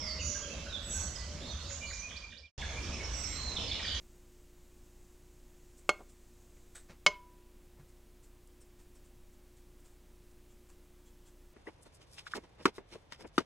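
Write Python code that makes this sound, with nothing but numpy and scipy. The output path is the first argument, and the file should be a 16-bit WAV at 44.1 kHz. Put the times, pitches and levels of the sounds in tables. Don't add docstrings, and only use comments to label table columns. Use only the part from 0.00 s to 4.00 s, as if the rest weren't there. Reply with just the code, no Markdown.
import sys
import numpy as np
from scipy import signal
from scipy.fft import rfft, irfft, next_fast_len
from scipy.io import wavfile
from scipy.ndimage import uniform_filter1d, map_coordinates

SR = 44100
rng = np.random.default_rng(int(sys.argv[2]) if len(sys.argv) > 2 else 0)


def generate_wav(sig):
    pcm = np.round(np.clip(np.atleast_2d(sig).T, -1, 1) * 32767).astype(np.int16)
    wavfile.write(sys.argv[1], SR, pcm)


N = 176400
FADE_START_S, FADE_END_S, RESUME_S = 1.704, 2.515, 2.578

# start_s, length_s, first_hz, middle_hz, last_hz, level_db, pan_db, echo_db, rasp
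SLURRED_NOTES = [(-.04, .11, 5660, 5260, 4800, -38, -12, 3, .04),
                 (0.046, 0.11, 4985, 4600, 4605, -37, -9, 0.5, 0.0312),
                 (.0, .12, 2180, 2090, 2170, -45.5, -4, 8.5, 0.034),
                 (0.186, 0.046, 2684, 2751, 2680, -40, -5.5, 0, 0.043),
                 (0.344, 0.034, 1603, 1620, 1510, -44.5, -2, 2.5, 0.041),
                 (0.416, 0.051, 3060, 3206, 2950, -44.5, -8, 3, 0.038),
                 (.49, 0.062, 2467, 2667, 2710, -44, -18, 0.5, 0.019),
                 (.66, 0.019, 1595, 1710, 1590, -41.5, -5, 8, 0.12),
                 (.675, 0.053, 4080, 3870, 3760, -44, -8, 10, 0.018),
                 (0.717, 0.075, 3750, 3548, 3420, -36.5, -12.5, -2, 0.017),
                 (.935, 0.061, 1546, 1529, 1477, -46.5, -6, 3, 0.027),
                 (0.997, 0.056, 4400, 4550, 4850, -54, -2, 5, 0.015),
                 (1.129, 0.18, 1930, 1972, 2010, -55.5, -7, -21, 0.019),
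                 (1.153, 0.022, 5370, 5100, 5070, -39, -16, 0, 0.049),
                 (1.175, 0.091, 4450, 4440, 4680, -49, -8, 0, 0.028),
                 (1.393, .11, 3400, 3584, 3540, -46.5, -7, 3, 0.044),
                 (1.45, 0.088, 4250, 4250, 4280, -48.5, -7, 0, 0.0045),
                 (1.485, .07, 3780, 3666, 3140, -43.5, -14, -1, 0.012),
                 (1.503, 0.045, 5600, 6080, 6150, -45.5, -20, 1, 0.01),
                 (1.667, 0.11, 6790, 6810, 6980, -41.5, -17, 6, 0.036),
                 (1.798, 0.22, 6860, 6710, 6510, -44.5, -15, 5, 0.033),
                 (1.824, .035, 2820, 2897, 2930, -46, -5, 0, 0.0076),
                 (1.984, 0.0355, 6250, 6080, 5960, -37.5, -20, 2, 0.012),
                 (2.446, .05, 4200, 3300, 2580, -40, -7.5, -12, 0.058),
                 (2.577, 0.066, 3340, 3450, 3440, -43.5, 0, 7, 0.037),
                 (2.61, .035, 3120, 1880, 1580, -38, -3.5, 4, 0.089),
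                 (2.92, 0.055, 2410, 2620, 2480, -46, 0, 0, 0.032),
                 (2.993, 0.035, 2162, 2204, 2310, -41, -1, 4, 0.026),
                 (3.051, .27, 5950, 5870, 5900, -43, -25, 4, 0.034),
                 (3.3, 0.17, 4176, 4167, 4240, -40.5, -7.5, 5, 0.0268),
                 (3.428, 0.138, 4190, 4070, 4076, -42, -7, -1, 0.031),
                 (2.568, 0.15, 4300, 4310, 4260, -53.5, -3, 5, .012),
                 (3.219, .22, 2110, 2037, 2120, -54.5, -1, -5, 0.049),
                 (3.478, 0.33, 5390, 5260, 5360, -47.5, -14, 1, 0.017),
                 (3.68, 0.11, 2430, 2300, 2315, -44, -1.5, 4, 0.055),
                 (3.667, 0.059, 4800, 4450, 4360, -39, -14, 5, 0.042),
                 (3.744, 0.285, 3237, 3236, 3205, -40.5, -3, 8, 0.049),
                 (3.821, 0.022, 5380, 5040, 4730, -38, -13, 4, 0.038),
                 (3.842, 0.066, 4810, 4580, 4690, -38, -7, 3, 0.034),
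                 (3.942, 0.038, 6050, 6110, 6050, -41.5, -21, 5.5, 0.013)]
# start_s, length_s, pitch_hz, level_db
PIPING_NOTES = [(1.804, 0.067, 2370, -40), (1.92, 0.053, 2371, -42), (2.013, 0.08, 2440, -38),
                (2.143, 0.052, 2416, -38.5), (2.231, 0.035, 2348, -35), (2.423, 0.065, 2367, -31.5),
                (2.756, 0.065, 2334, -40)]
# start_s, length_s, pitch_hz, level_db
FAR_HOOTS = [(-.03, 0.3, 621, -54), (0.199, 0.24, 590, -54.5), (0.417, 0.17, 566, -51.5),
             (1.246, 0.17, 589, -55), (1.648, 0.16, 559.7, -51.5)]

def bird_chorus():
    out = np.zeros((2, N))
    for start, length, first, middle, last, db, pan, echo, rasp in SLURRED_NOTES:
        add_with_echo(out, start, note(length, (first, middle, last), waver=rasp), db, pan, echo)
    for start, length, hz, db in PIPING_NOTES:
        pipe = note(length, hz * np.array([0.98, 1.005, 0.99]), waver=0.014)
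        add_with_echo(out, start, pipe, db, pan_db=-4.5, echo_db=0)
    for start, length, hz, db in FAR_HOOTS:
        hoot = note(length, (hz, hz, hz), waver=0.01)
        add_with_echo(out, start, hoot, db, pan_db=2, echo_db=-9.5)
    return out


# start_s, base_level_db
FALLING_CHIPS = [(3.555, -38.5), (3.702, -39.5), (3.868, -40)]
# start_s, level_db
FALLING_TICKS = [(1.697, -47.5), (1.901, -41.5), (2.105, -42), (2.317, -39), (3.79, -44.5), (3.839, -38),
                 (3.893, -46)]
# start_s, pitch_scale, level_db, echo_db
RISING_SWEEPS = [(1.703, 1.39, -41.5, 4), (1.924, 1.33, -38, 6), (2.155, 1, -35.5, 0.5),
                 (2.365, 1.033, -32.5, 3)]
# start_s, level_db
SCOOPED_NOTES = [(2.824, -44), (2.929, -41.5), (3.033, -39), (3.135, -40.5), (3.236, -35.5)]
TRILL_STARTS = [.677, .757, .835, .915, .995, 1.075, 1.155, 1.235, 1.315]

def repeating_birds():
    out = np.zeros((2, N))
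    chip_s, chip_hz = 0.032, (4143, 3500, 2815)
    for start, db in FALLING_CHIPS:
        clear = note(chip_s, chip_hz, waver=0.0046, peaked=5.3)
        add_with_echo(out, start, clear, db + 7.5, pan_db=-4, echo_db=-3)
        rough = note(chip_s, chip_hz, waver=0.056, peaked=0.24)
        add_with_echo(out, start, rough, db + 4.5, pan_db=-3, echo_db=15)
    for start, db in FALLING_TICKS:
        tick = note(0.0217, (2410, 1874, 1340), waver=0.067)
        add_with_echo(out, start, tick, db, pan_db=-1.5, echo_db=1)
    warble_s = 0.071
    for start, scale, db, echo in RISING_SWEEPS:
        warble = note(warble_s, np.full(3, scale * 3280), waver=0.0556, trill_hz=90.1, depth=0.072)
        add_with_echo(out, start - warble_s, warble, db - 5, pan_db=-11, echo_db=2.5)
        sweep = note(0.036, scale * np.array([3390, 4580, 5700]), waver=0.037)
        add_with_echo(out, start, sweep, db, pan_db=-11, echo_db=echo)
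    for start, db in SCOOPED_NOTES:
        scoop = note(0.03, (6570, 5290, 6300), waver=0.012, peaked=0.5)
        add_with_echo(out, start, scoop, db, pan_db=-12, echo_db=2)
    for start in TRILL_STARTS:
        add_with_echo(out, start, note(0.018, (3360, 3160, 3180)), level_db=-54, pan_db=5, echo_db=-26)
    return out


# start_s, length_s, upper_hz, lower_hz, level_db, pan_db
BUZZY_CALLS = [(0.188, .16, 6740, 5967, -34.5, -15), (0.879, .17, 6660, 5940, -37, -15.5)]
# start_s, length_s, pitch_hz, level_db
HIGH_SHIMMERS = [(0.203, 0.15, 10370, -62), (.9, 0.15, 10300, -65.5), (1.677, 0.51, 10600, -72)]

def buzzing_bird():
    out = np.zeros((2, N))
    fall = 1 + 0.0286 * np.array([1, 0, -1])
    for start, length, upper, lower, db, pan in BUZZY_CALLS:
        voices = [note(length, hz * fall, waver=0.013, trill_hz=82, depth=0.027, peaked=0.94)
                  for hz in (upper, lower)]
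        add_with_echo(out, start, sum(voices) / np.sqrt(2), db, pan, echo_db=5)
    for start, length, hz, db in HIGH_SHIMMERS:
        add_with_echo(out, start, note(length, hz * fall, waver=0.034), db, pan_db=-13, echo_db=0.5)
    return out


# start_s, length_s, first_hz, last_hz, level_db, pan_db
THIN_WHISTLES = [(0.813, .26, 7810, 7683, -39.5, -5), (3.079, .4, 7760, 7484, -45.5, -11.5)]

def whistling_bird():
    out = np.zeros((2, N))
    for start, length, first, last, db, pan in THIN_WHISTLES:
        pitches = np.array([first, np.sqrt(first * last), last])
        add_with_echo(out, start, note(length, pitches, waver=0.0007, peaked=1.5), db, pan, echo_db=-0.5)
        add_with_echo(out, start, note(length, pitches * 1.5, waver=0.0007), db - 26, pan, echo_db=-3)
    return out


def note(length_s, pitches_hz, waver=0.0071, trill_hz=0, depth=0, peaked=1):
    progress = np.linspace(0, 1, max(int(length_s * SR), 64))
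    curve_hz = np.polyval(np.polyfit([0, 0.5, 1], pitches_hz, 2), progress)
    random_shake = waver * wobble(400, size=SR)[:len(progress)]
    even_shake = depth * np.sin(2 * np.pi * trill_hz * length_s * progress)
    hz = curve_hz * (1 + random_shake + even_shake)
    swell = np.abs(np.sin(np.pi * progress)) ** peaked
    return np.sqrt(2) * swell * np.sin(2 * np.pi * np.cumsum(hz) / SR)


# pitch_hz, decay_s
TREE_ECHO_DECAY = [(500, 0.97), (2500, 1), (5000, 0.99), (8000, 0.71)]

def add_with_echo(out, start_s, call, level_db, pan_db, echo_db):
    build_s, likeness = 0.0055, 0.58
    t = np.arange(SR * 3 // 4) / SR
    strongest_hz = np.argmax(np.abs(rfft(call, SR // 2))) * 2
    decay = amp(-60 * t / value_at(TREE_ECHO_DECAY, strongest_hz))
    mid, side = rng.standard_normal((2, len(t))) * decay * (1 - np.exp(-t / build_s))
    width = np.arccos(likeness) / 2
    scatter = np.cos(width) * mid + np.sin(width) * np.array([side, -side])
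    path = amp(echo_db) * scatter / np.linalg.norm(mid)
    path[:, 0] += 1
    gain = amp(level_db) * pan_gains(pan_db) / np.hypot(1, amp(echo_db))
    heard = signal.fftconvolve(call[None], path, axes=1) * gain
    start = round(start_s * SR)
    stop = round(RESUME_S * SR) if start_s < FADE_END_S else N
    heard = heard[:, max(-start, 0):stop - start]
    out[:, max(start, 0):][:, :heard.shape[1]] += heard


# frequency_hz, relative_db
AIR_TONE_BEFORE = [(100, 1), (200, 1.5), (400, -9.5), (570, -2), (760, -11), (1150, -7.5), (1600, -12),
                   (3000, -11), (6500, -10), (7600, -17.5), (8600, -28.5), (12000, -36.5), (14000, -58)]
AIR_TONE_AFTER = [(100, 0.5), (200, -2), (400, -7), (570, -7.5), (760, -11.5), (1100, -9.5), (1600, -14.5),
                  (2300, -10.5), (4500, -13.5), (6500, -11), (7600, -21.5), (8600, -29), (12000, -42),
                  (14000, -62)]
# time_s, gain_db
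GUST_SWELLS = [(0, -2.5), (.4, 0), (.55, 3), (.9, 1.5), (1.15, -0.5), (1.42, 3), (1.6, -1), (2.0, -4),
               (2.45, 5.5), (2.6, -2.5), (2.85, 1), (3.1, -0.5), (3.4, 0), (4, 1.5)]

def breeze():
    t = np.arange(N) / SR
    before = shaped_noise(AIR_TONE_BEFORE, patchy_db=2.5) * amp(-47)
    after = shaped_noise(AIR_TONE_AFTER, patchy_db=2.37) * amp(-44)
    air = np.where(t > FADE_END_S, after, before) * amp(wobble(9) / 2)
    low = filtered(air, lambda hz: 1 / (1 + (hz / 500) ** 4))
    gust = amp(np.interp(t, *np.transpose(GUST_SWELLS)))
    return air - low + gust * low


# frequency_hz, relative_db
RUMBLE_TONE = [(15, -20), (30, -43.5), (45, 3), (60, 5.5), (76, 6.5), (95, -3.5), (130, -19.5), (250, -56)]
# time_s, level_db
RUMBLE_SWELLS = [(0, -44.5), (.2, -41), (.45, -48.5), (1.1, -41.5), (1.4, -48), (1.6, -45.5), (2.0, -46.5),
                 (2.5, -42.5), (2.6, -48), (2.85, -40), (3.35, -43), (3.8, -43.5), (4, -42)]

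def far_rumble():
    level_db = np.interp(np.arange(N) / SR, *np.transpose(RUMBLE_SWELLS))
    return shaped_noise(RUMBLE_TONE, patchy_db=-1.5) * amp(level_db + wobble(11) / 2)


# frequency_hz, likeness
NOISE_LIKENESS = [(60, 0.99), (200, .88), (600, 0.84), (1500, 0.57), (3000, 0.83), (5000, 0.17),
                  (9000, 0.017)]
# frequency_hz, pan_db
NOISE_PAN = [(60, -0.9), (400, 0.5), (1200, -1.5), (2500, -4), (4500, -9.5), (9000, -2.5)]

def shaped_noise(tone, patchy_db):
    def response(hz):
        width = np.arccos(value_at(NOISE_LIKENESS, hz)) / 2
        return amp(value_at(tone, hz)) * [np.cos(width), np.sin(width)]

    bands = signal.stft(rng.standard_normal((2, N)), nperseg=512)[2]
    patches = uniform_filter1d(rng.standard_normal(bands.shape[1:]), size=4, axis=0)
    patches = uniform_filter1d(patches, size=16, axis=1)
    noise = signal.istft(bands * amp(patchy_db * unit(patches)), nperseg=512)[1][:, :N]
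    mid, side = filtered(noise, response)
    stereo = np.array([mid + side, mid - side])
    return unit(filtered(stereo, lambda hz: pan_gains(value_at(NOISE_PAN, hz))))


def amp(db):
    return 10 ** (np.asarray(db) / 20)


def unit(x):
    return x / np.sqrt(np.mean(x ** 2) + 1e-20)


def value_at(table, hz):
    row_hz, values = np.transpose(table)
    return np.interp(np.log(hz + 1), np.log(row_hz + 1), values)


def wobble(rate, size=N):
    points = rng.standard_normal(int(size * rate / SR) + 4)
    return map_coordinates(points, [np.arange(size) * rate / SR])


def filtered(x, response):
    size = next_fast_len(N + SR // 2)
    return irfft(rfft(x, size) * response(np.fft.rfftfreq(size, 1 / SR)), size)[..., :N]


def pan_gains(pan_db):
    gains = amp(np.array([[0.5], [-0.5]]) * pan_db)
    return gains / np.sqrt(np.mean(gains ** 2, axis=0))


def scene():
    background = breeze() + far_rumble()
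    return whistling_bird() + buzzing_bird() + bird_chorus() + repeating_birds() + background


def record(dry):
    t = np.arange(N) / SR
    fade_out = np.clip((FADE_END_S - t) / (FADE_END_S - FADE_START_S), 0, 1)
    come_back = np.clip((t - RESUME_S) / 0.0019, 0, 1)
    return filtered(dry * (fade_out + come_back), lambda hz: hz < 13200)


dry = scene()
out = record(dry)
generate_wav(out)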